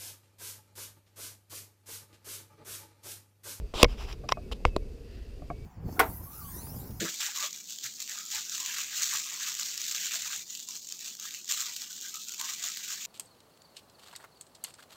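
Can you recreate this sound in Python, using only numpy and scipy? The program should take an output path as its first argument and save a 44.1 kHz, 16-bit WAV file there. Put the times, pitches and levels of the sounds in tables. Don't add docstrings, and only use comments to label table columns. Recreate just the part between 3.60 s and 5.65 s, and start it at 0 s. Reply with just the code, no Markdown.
import sys
import numpy as np
from scipy import signal
from scipy.io import wavfile
from scipy.ndimage import uniform_filter1d

SR = 44100
rng = np.random.default_rng(int(sys.argv[2]) if len(sys.argv) > 2 else 0)


def invert_db(level):
    return 10 ** (np.asarray(level, dtype=float) / 20)


def bounce(signal):
    frames = np.transpose(np.atleast_2d(signal))
    limited = np.clip(frames, -1, 1)
    pcm = np.round(limited * 32767).astype(np.int16)
    wavfile.write(sys.argv[1], SR, pcm)


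N = 90404


def evened(x):
    return x / np.sqrt(np.mean(x ** 2) + 1e-20)


def add(mix, start_s, sound):
    part = mix[round(start_s * SR):][:len(sound)]
    part += sound[:len(part)]


def noise(points, peaks, size, patchy_db, flicker_db, source=None):
    x = rng.standard_normal(N) if source is None else source
    hz, frame_s, z = signal.stft(x, SR, nperseg=size, noverlap=size * 3 // 4)
    point_hz, point_db = np.transpose(points)
    db = np.interp(np.log(hz + 1), np.log(point_hz + 1), point_db, left=-70, right=-90)
    for center_hz, width_hz, peak_db in peaks:
        db = db + peak_db / (1 + (2 * (hz - center_hz) / width_hz) ** 2)
    patch = uniform_filter1d(rng.standard_normal(z.shape), size=4, axis=0)
    patch = evened(uniform_filter1d(patch, size=16, axis=1))
    flicker = evened(uniform_filter1d(rng.standard_normal(len(frame_s)), size=3))
    z = z * invert_db(db[:, None] + patchy_db * patch + flicker_db * flicker)
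    return evened(signal.istft(z, SR, nperseg=size, noverlap=size * 3 // 4)[1][:N])


def ring(modes, drive, tilt_db=0):
    t, out = np.arange(SR // 2) / SR, 0
    for hz, db, t60_s in modes:
        mode = signal.fftconvolve(invert_db(-60 * t / t60_s) * np.sin(2 * np.pi * hz * t), drive)
        out = out + invert_db(db + tilt_db * np.log2(hz / 3000)) * mode / abs(mode).max()
    return out / abs(out).max()


def bump(length_s):
    return np.hanning(max(int(length_s * SR), 1) + 2)[1:-1]


# frequency in Hz, density in dB per Hz.
AIR = [(290, -39.5), (500, -10.5), (641, 0.5), (821, -12), (936, -7.5), (1610, -11), (5080, -13),
       (14700, -25), (16300, -47.5)]
# frequency in Hz, width in Hz, height in dB.
AIR_PEAKS = [(2600, 330, 7), (4720, 280, 6.5), (9500, 110, -1.5), (14300, 300, 10.5)]


def air():
    return invert_db(-64) * noise(AIR, AIR_PEAKS, size=512, patchy_db=-0.9, flicker_db=0.5)


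# frequency in Hz, density in dB per Hz.
RIVER = [(8.8, -38), (15, -14.5), (49, 1), (82, -12.5), (183, -24.5), (221, -21), (351, -29), (402, -22.5),
         (900, -49), (1170, -88.5), (1980, -120)]
# frequency in Hz, width in Hz, height in dB.
RIVER_PEAKS = [(420, 150, 3), (258, 22, 1)]
# time in seconds, level in dB.
RIVER_SWAY = [(0.0, -37), (0.14, -51.5), (0.26, -41.5), (0.53, -43.5), (0.77, -43.5), (1.21, -41.5),
              (1.38, -43), (1.549, -44), (1.75, -44.5), (2.05, -42.5)]


def river():
    point_s, point_db = np.transpose(RIVER_SWAY)
    level_db = np.interp(np.arange(N) / SR, point_s, point_db) + 3
    return invert_db(level_db) * noise(RIVER, RIVER_PEAKS, size=2048, patchy_db=2.0, flicker_db=1.0)


# frequency in Hz, density in dB per Hz.
LEAVES = [(590, -28), (1000, -6), (1940, 12.5), (2250, -6), (2700, 12.5), (3370, 2), (4820, 5.5),
          (9000, -29), (11700, -55.5), (19800, -120)]


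def leaves():
    peak_s, rise_s, fall_s, level_db = 1.52, 0.06, 0.25, -63
    t = np.arange(N) / SR
    gust = np.exp(-((t - peak_s) / np.where(t < peak_s, rise_s, fall_s)) ** 2)
    return invert_db(level_db) * gust * noise(LEAVES, [], size=512, patchy_db=1.2, flicker_db=0.9)


# start in seconds, length in seconds, start in Hz, end in Hz, level in dB.
BIRD_NOTES = [
    (.735, 0.055, 2547, 2517, -60),
    (0.809, 0.055, 2540, 2560, -68),
    (0.833, 0.057, 2300, 2210, -70.5),
    (.95, 0.057, 2523, 2430, -76),
    (1.041, 0.029, 2785, 2560, -59),
    (1.087, 0.0974, 2646, 2520, -59.5),
    (1.207, 0.042, 2270, 2210, -67.5),
    (1.906, 0.075, 2193, 2300, -66.5),
    (1.978, 0.11, 2275, 2310, -67),
]


def bird():
    woods_db, woods_t60_s = -8.5, 0.53
    out = np.zeros(N)
    for start_s, length_s, from_hz, to_hz, db in BIRD_NOTES:
        u = np.arange(0, length_s, 1 / SR) / length_s
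        hz = from_hz + (to_hz - from_hz) * u ** 1.28
        swell = np.sin(np.pi * u) ** 0.31
        add(out, start_s, invert_db(db + 1.5) * swell * np.sin(2 * np.pi * np.cumsum(hz) / SR))
    tail = rng.standard_normal(SR) * invert_db(-60 * np.arange(SR) / SR / woods_t60_s)
    return out + invert_db(woods_db) * signal.fftconvolve(out, tail / np.linalg.norm(tail))[:N]


# frequency in Hz, level in dB, t60 in seconds.
HULL = [(160, -1, 0.12), (306, 1, 0.078), (614, 3, 0.082), (700, 7, 0.036), (916, -15, 0.038),
        (1137, 2.5, 0.028), (1570, -18, 0.017), (2220, -14, 0.023)]
# start in seconds, level in dB, rattle in seconds, hardness in dB per octave.
KNOCKS = [
    (.638, -34.5, 0.011, -3),
    (.7722, -29, 0.0073, -0.5),
    (1.8205, -34.5, 0.0073, -4.5),
    (1.9006, -37.5, 0.0029, 20),
    (1.9023, -25, 0.0073, 1),
]


def hull_knocks():
    out, t = np.zeros(N), np.arange(2500) / SR
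    for start_s, db, rattle_s, tilt_db in KNOCKS:
        bounces = rng.random(2500) < 1500 / SR
        drive = rng.standard_normal(2500) * bounces * np.exp(-t / rattle_s) * 0.66
        drive[0] = -1
        add(out, start_s, invert_db(db) * ring(HULL, np.convolve(drive, bump(0.00042)), tilt_db))
    return out


# frequency in Hz, level in dB, t60 in seconds.
STALK = [(39, -6.5, 0.21), (66.23, 1, 0.049), (125, -14.5, 0.14)]
# start in seconds, level in dB, quickness in dB per octave.
JOLTS = [
    (0.232, -14, -10),
    (0.254, -16, 3),
    (1.052, -15, 2),
    (1.078, -21.5, 1),
    (1.175, -25, -11),
    (0.152, -29, 3),
    (.722, -33, 14),
]


def stalk_jolts():
    out = np.zeros(N)
    for start_s, db, tilt_db in JOLTS:
        add(out, start_s, -invert_db(db) * ring(STALK, bump(0.008), tilt_db))
    return out


# frequency in Hz, width in Hz, height in dB.
RUB_PEAKS = [(970, 280, 0), (2870, 900, 5), (3780, 430, 1), (4900, 500, 4), (7400, 600, 7), (11100, 700, 5),
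             (14300, 600, 0), (1753, 740, -6.5), (6400, 560, -4), (9400, 900, -1.5)]


def rubs(strokes, colour):
    grit_per_s, grit_db, min_fall_s = 22000, 1.6, 0.006
    t, power = np.arange(N) / SR, np.zeros(N)
    for start_s, length_s, db, rise_share, gain_db in strokes:
        u = (t - start_s) / length_s
        rise = np.clip(u / max(rise_share, 0.01), 0, 1)
        fall = np.clip((1 - u) / max(rise_share, min_fall_s / length_s), 0, 1)
        level = invert_db(db + gain_db * np.clip(u, 0, 1))
        power += (np.sin(np.pi / 2 * rise * fall) * level) ** 2
    grit = rng.standard_normal(N) * (rng.random(N) < grit_per_s / SR)
    grit *= invert_db(grit_db * np.minimum(rng.exponential(1, N), 4))
    return np.sqrt(power) * noise(colour, RUB_PEAKS, size=256, patchy_db=1.0, flicker_db=0.5, source=grit)


# start in seconds, length in seconds, level in dB, rise as a share of the length,
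# gain over the stroke in dB.
FIRM_STROKES = [
    (.1385, 0.09, -40.5, 0.033, 12.5),
    (.914, 0.023, -36.5, 0.48, -1),
    (.936, 0.036, -60, 0.08, -2.5),
]
# frequency in Hz, density in dB per Hz.
SKIN = [(180, -43), (300, -6.5), (478, -6.5), (774, -12.5), (1010, -9), (1690, -21.5), (3700, -16.5),
        (15000, -43.5), (16000, -47)]
LIGHT_STROKES = [
    (.27, 0.11, -44.5, 0.58, -11),
    (.365, 0.11, -42, 0.68, -2.5),
    (.45, 0.1, -50, 0.53, 6.5),
    (.686, 0.022, -47, 0.087, 4.5),
    (.708, 0.02, -46.5, 0.55, 20),
    (1.056, 0.041, -46, 0.073, -12),
]
# frequency in Hz, density in dB per Hz.
PAD = [(410, -35), (700, -2.5), (3110, -12), (4550, -20), (5120, -11), (8100, -30), (14600, -31.5),
       (16000, -43)]


def finger_rubs():
    return rubs(FIRM_STROKES, SKIN) + rubs(LIGHT_STROKES, PAD)


def crack(modes, tilt_db):
    swell_s, rattle_s, rattle_db = 0.00045, 0.003, -21.5
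    t = np.arange(SR // 8) / SR
    hz, db, t60_s = np.transpose(modes)[:, :, None]
    level = invert_db(db + tilt_db * np.log2(hz / 3000) - 60 * t / t60_s)
    tones = level * np.sin(2 * np.pi * (hz * t + rng.random(hz.shape)))
    out = tones.sum(0) * (1 - np.exp(-(t / swell_s) ** 2))
    out /= abs(out).max()
    slip_t = t[:1499]
    slips = np.diff(rng.standard_normal(1500)) * np.exp(-slip_t / rattle_s) * np.minimum(slip_t / swell_s, 1)
    return out + invert_db(rattle_db) * ring(modes, slips, tilt_db - 3.5)[:len(t)]


def snap(crack_db, tilt_db, shell_db, cavity_db, bright, shell, hollow, push):
    out = np.zeros(SR)
    add(out, 0, invert_db(crack_db) * crack(bright, tilt_db))
    shell_force = np.diff(bump(0.00043), prepend=0, append=0)
    add(out, 0, -invert_db(shell_db) * ring(shell, shell_force))
    add(out, 0.001, push * invert_db(cavity_db) * ring(hollow, bump(0.0011)))
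    return out


# start in seconds, crack in dB, hardness in dB per octave, shell in dB, cavity in dB.
LET_GO = [
    (1.1636, -23.5, 2.5, -21.5, -18.5),
]
# frequency in Hz, level in dB, t60 in seconds.
TICK = [(1780, -10, 0.0087), (2700, -2, 0.0039), (5670, -16, 0.0085), (7320, -11.5, 0.007),
        (10820, -14, 0.0049), (13700, -26, .004), (3380, 2.5, 0.0044), (3895, 0, 0.009), (4400, -7, 0.0097),
        (8960, -21, .005)]
LET_SHELL = [(750, -1, .006), (1050, 6, 0.016), (1230, -29, 0.0066), (1880, -22, 0.011)]
THUMP = [(407, 31, 0.021), (622, 35, 0.012), (1150, -26, 0.015), (267, -37, 0.044)]


def finger_release():
    out = np.zeros(N)
    for start_s, *levels in LET_GO:
        add(out, start_s, snap(*levels, TICK, LET_SHELL, THUMP, push=-2.23))
    return out


# start in
# seconds, crack in dB, hardness in dB per octave, shell in dB, cavity in dB.
SNAPS = [(.1385, -52, -2, -29.5, -27), (.2222, -25, -2, -41, -47), (.2437, -8.5, -6.5, -21, -15),
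         (.2451, -12.5, -5.5, -15, -28), (.2500, -30.5, -5, -15.5, -29), (.5270, -32.5, 6, -69.5, -69.5),
         (.6896, -21.5, 5.5, -31.5, -68), (.6920, -24, -6, -18.5, -65), (.7219, -11, -0.5, -7.5, -54),
         (.9151, -40, 3, -32.5, -48), (1.0030, -60.5, -8, -52, -38), (1.0497, -45, 3, -36.5, -20)]
BANG = [
    (.2293, -1, 0, -27, -20.5),
    (.2302, 1, 0, -16, -16),
    (.2310, 0, 0.005, -5, 1.5),
]
SEAT = [
    (1.0521, -22, 0.00083, -4.5, -13.5),
]
# frequency in Hz, level in dB, t60 in seconds.
CRACK = [(1880, -0.5, 0.0044), (2490, -0.5, 0.0074), (5570, -6, 0.012), (7400, -21.5, 0.0039),
         (8450, -24, .005), (11300, -28, .004), (14300, -31, .004), (2080, -27, .05), (2210, -25, 0.055),
         (3100, -4.5, 0.0068), (3810, -3, 0.0067), (5100, -1.5, .007)]
SPLIT = [(2173, -32.5, 0.049), (2210, -31.5, .05), (2560, -2, 0.0039), (3624, -6.5, .005),
         (5060, -4.5, 0.0061), (5873, -13.5, 0.0068), (7230, -16.5, 0.0052), (8470, -14.5, 0.0046),
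         (10000, -15.5, 0.0042), (11100, -22, 0.0043), (6700, -16, .006), (14200, -22.5, .005),
         (15000, -28, .005)]
SEAT_CRACK = [(2174, -12, 0.076), (3420, -16, 0.004), (4070, -2, 0.0056), (4700, -2, 0.011),
              (5330, -7, 0.016), (6030, -3.5, 0.0063), (6720, -6.5, 0.0078), (7770, -2, 0.005),
              (9950, -8.5, 0.0032), (13520, -19, 0.0057)]
SHELL = [(710, -3.5, 0.0068), (1060, 2, 0.017), (1240, -9.5, 0.0053), (1990, -7.5, 0.008),
         (2450, -9, 0.0068), (3000, -12, 0.0042)]
SEAT_SHELL = [(726, -1.5, 0.0043), (1030, 9, 0.0063), (1390, -33, 0.0039), (2160, 2, 0.0077),
              (2560, -2.5, 0.0092)]
CAVITY = [(279, -5.5, 0.1), (381, 2, .045), (485, 9.5, 0.051), (556, -1, 0.063), (626, -3, 0.045),
          (709.6, -11, .03)]


def mount_snaps():
    out = np.zeros(N)
    for events, bright, shell in [(SNAPS, CRACK, SHELL), (BANG, SPLIT, SHELL), (SEAT, SEAT_CRACK, SEAT_SHELL)]:
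        for start_s, *levels in events:
            add(out, start_s, snap(*levels, bright, shell, CAVITY, push=0.78))
    return out


def scene():
    mix = air() + river() + leaves() + bird() + hull_knocks()
    mix += stalk_jolts() + finger_rubs() + finger_release() + mount_snaps()
    return mix[None]


def top_cut(x):
    return signal.sosfilt(signal.butter(12, 16460, fs=SR, output="sos"), x)


def record(dry):
    clip, edge_hz = 0.94, 16400
    lowpass = signal.firwin(255, edge_hz, window=("kaiser", 9), fs=SR)[None]
    mix = signal.oaconvolve(np.clip(dry, -clip, clip), lowpass, "same")
    return top_cut(mix)


dry = scene()
out = record(dry)
bounce(out)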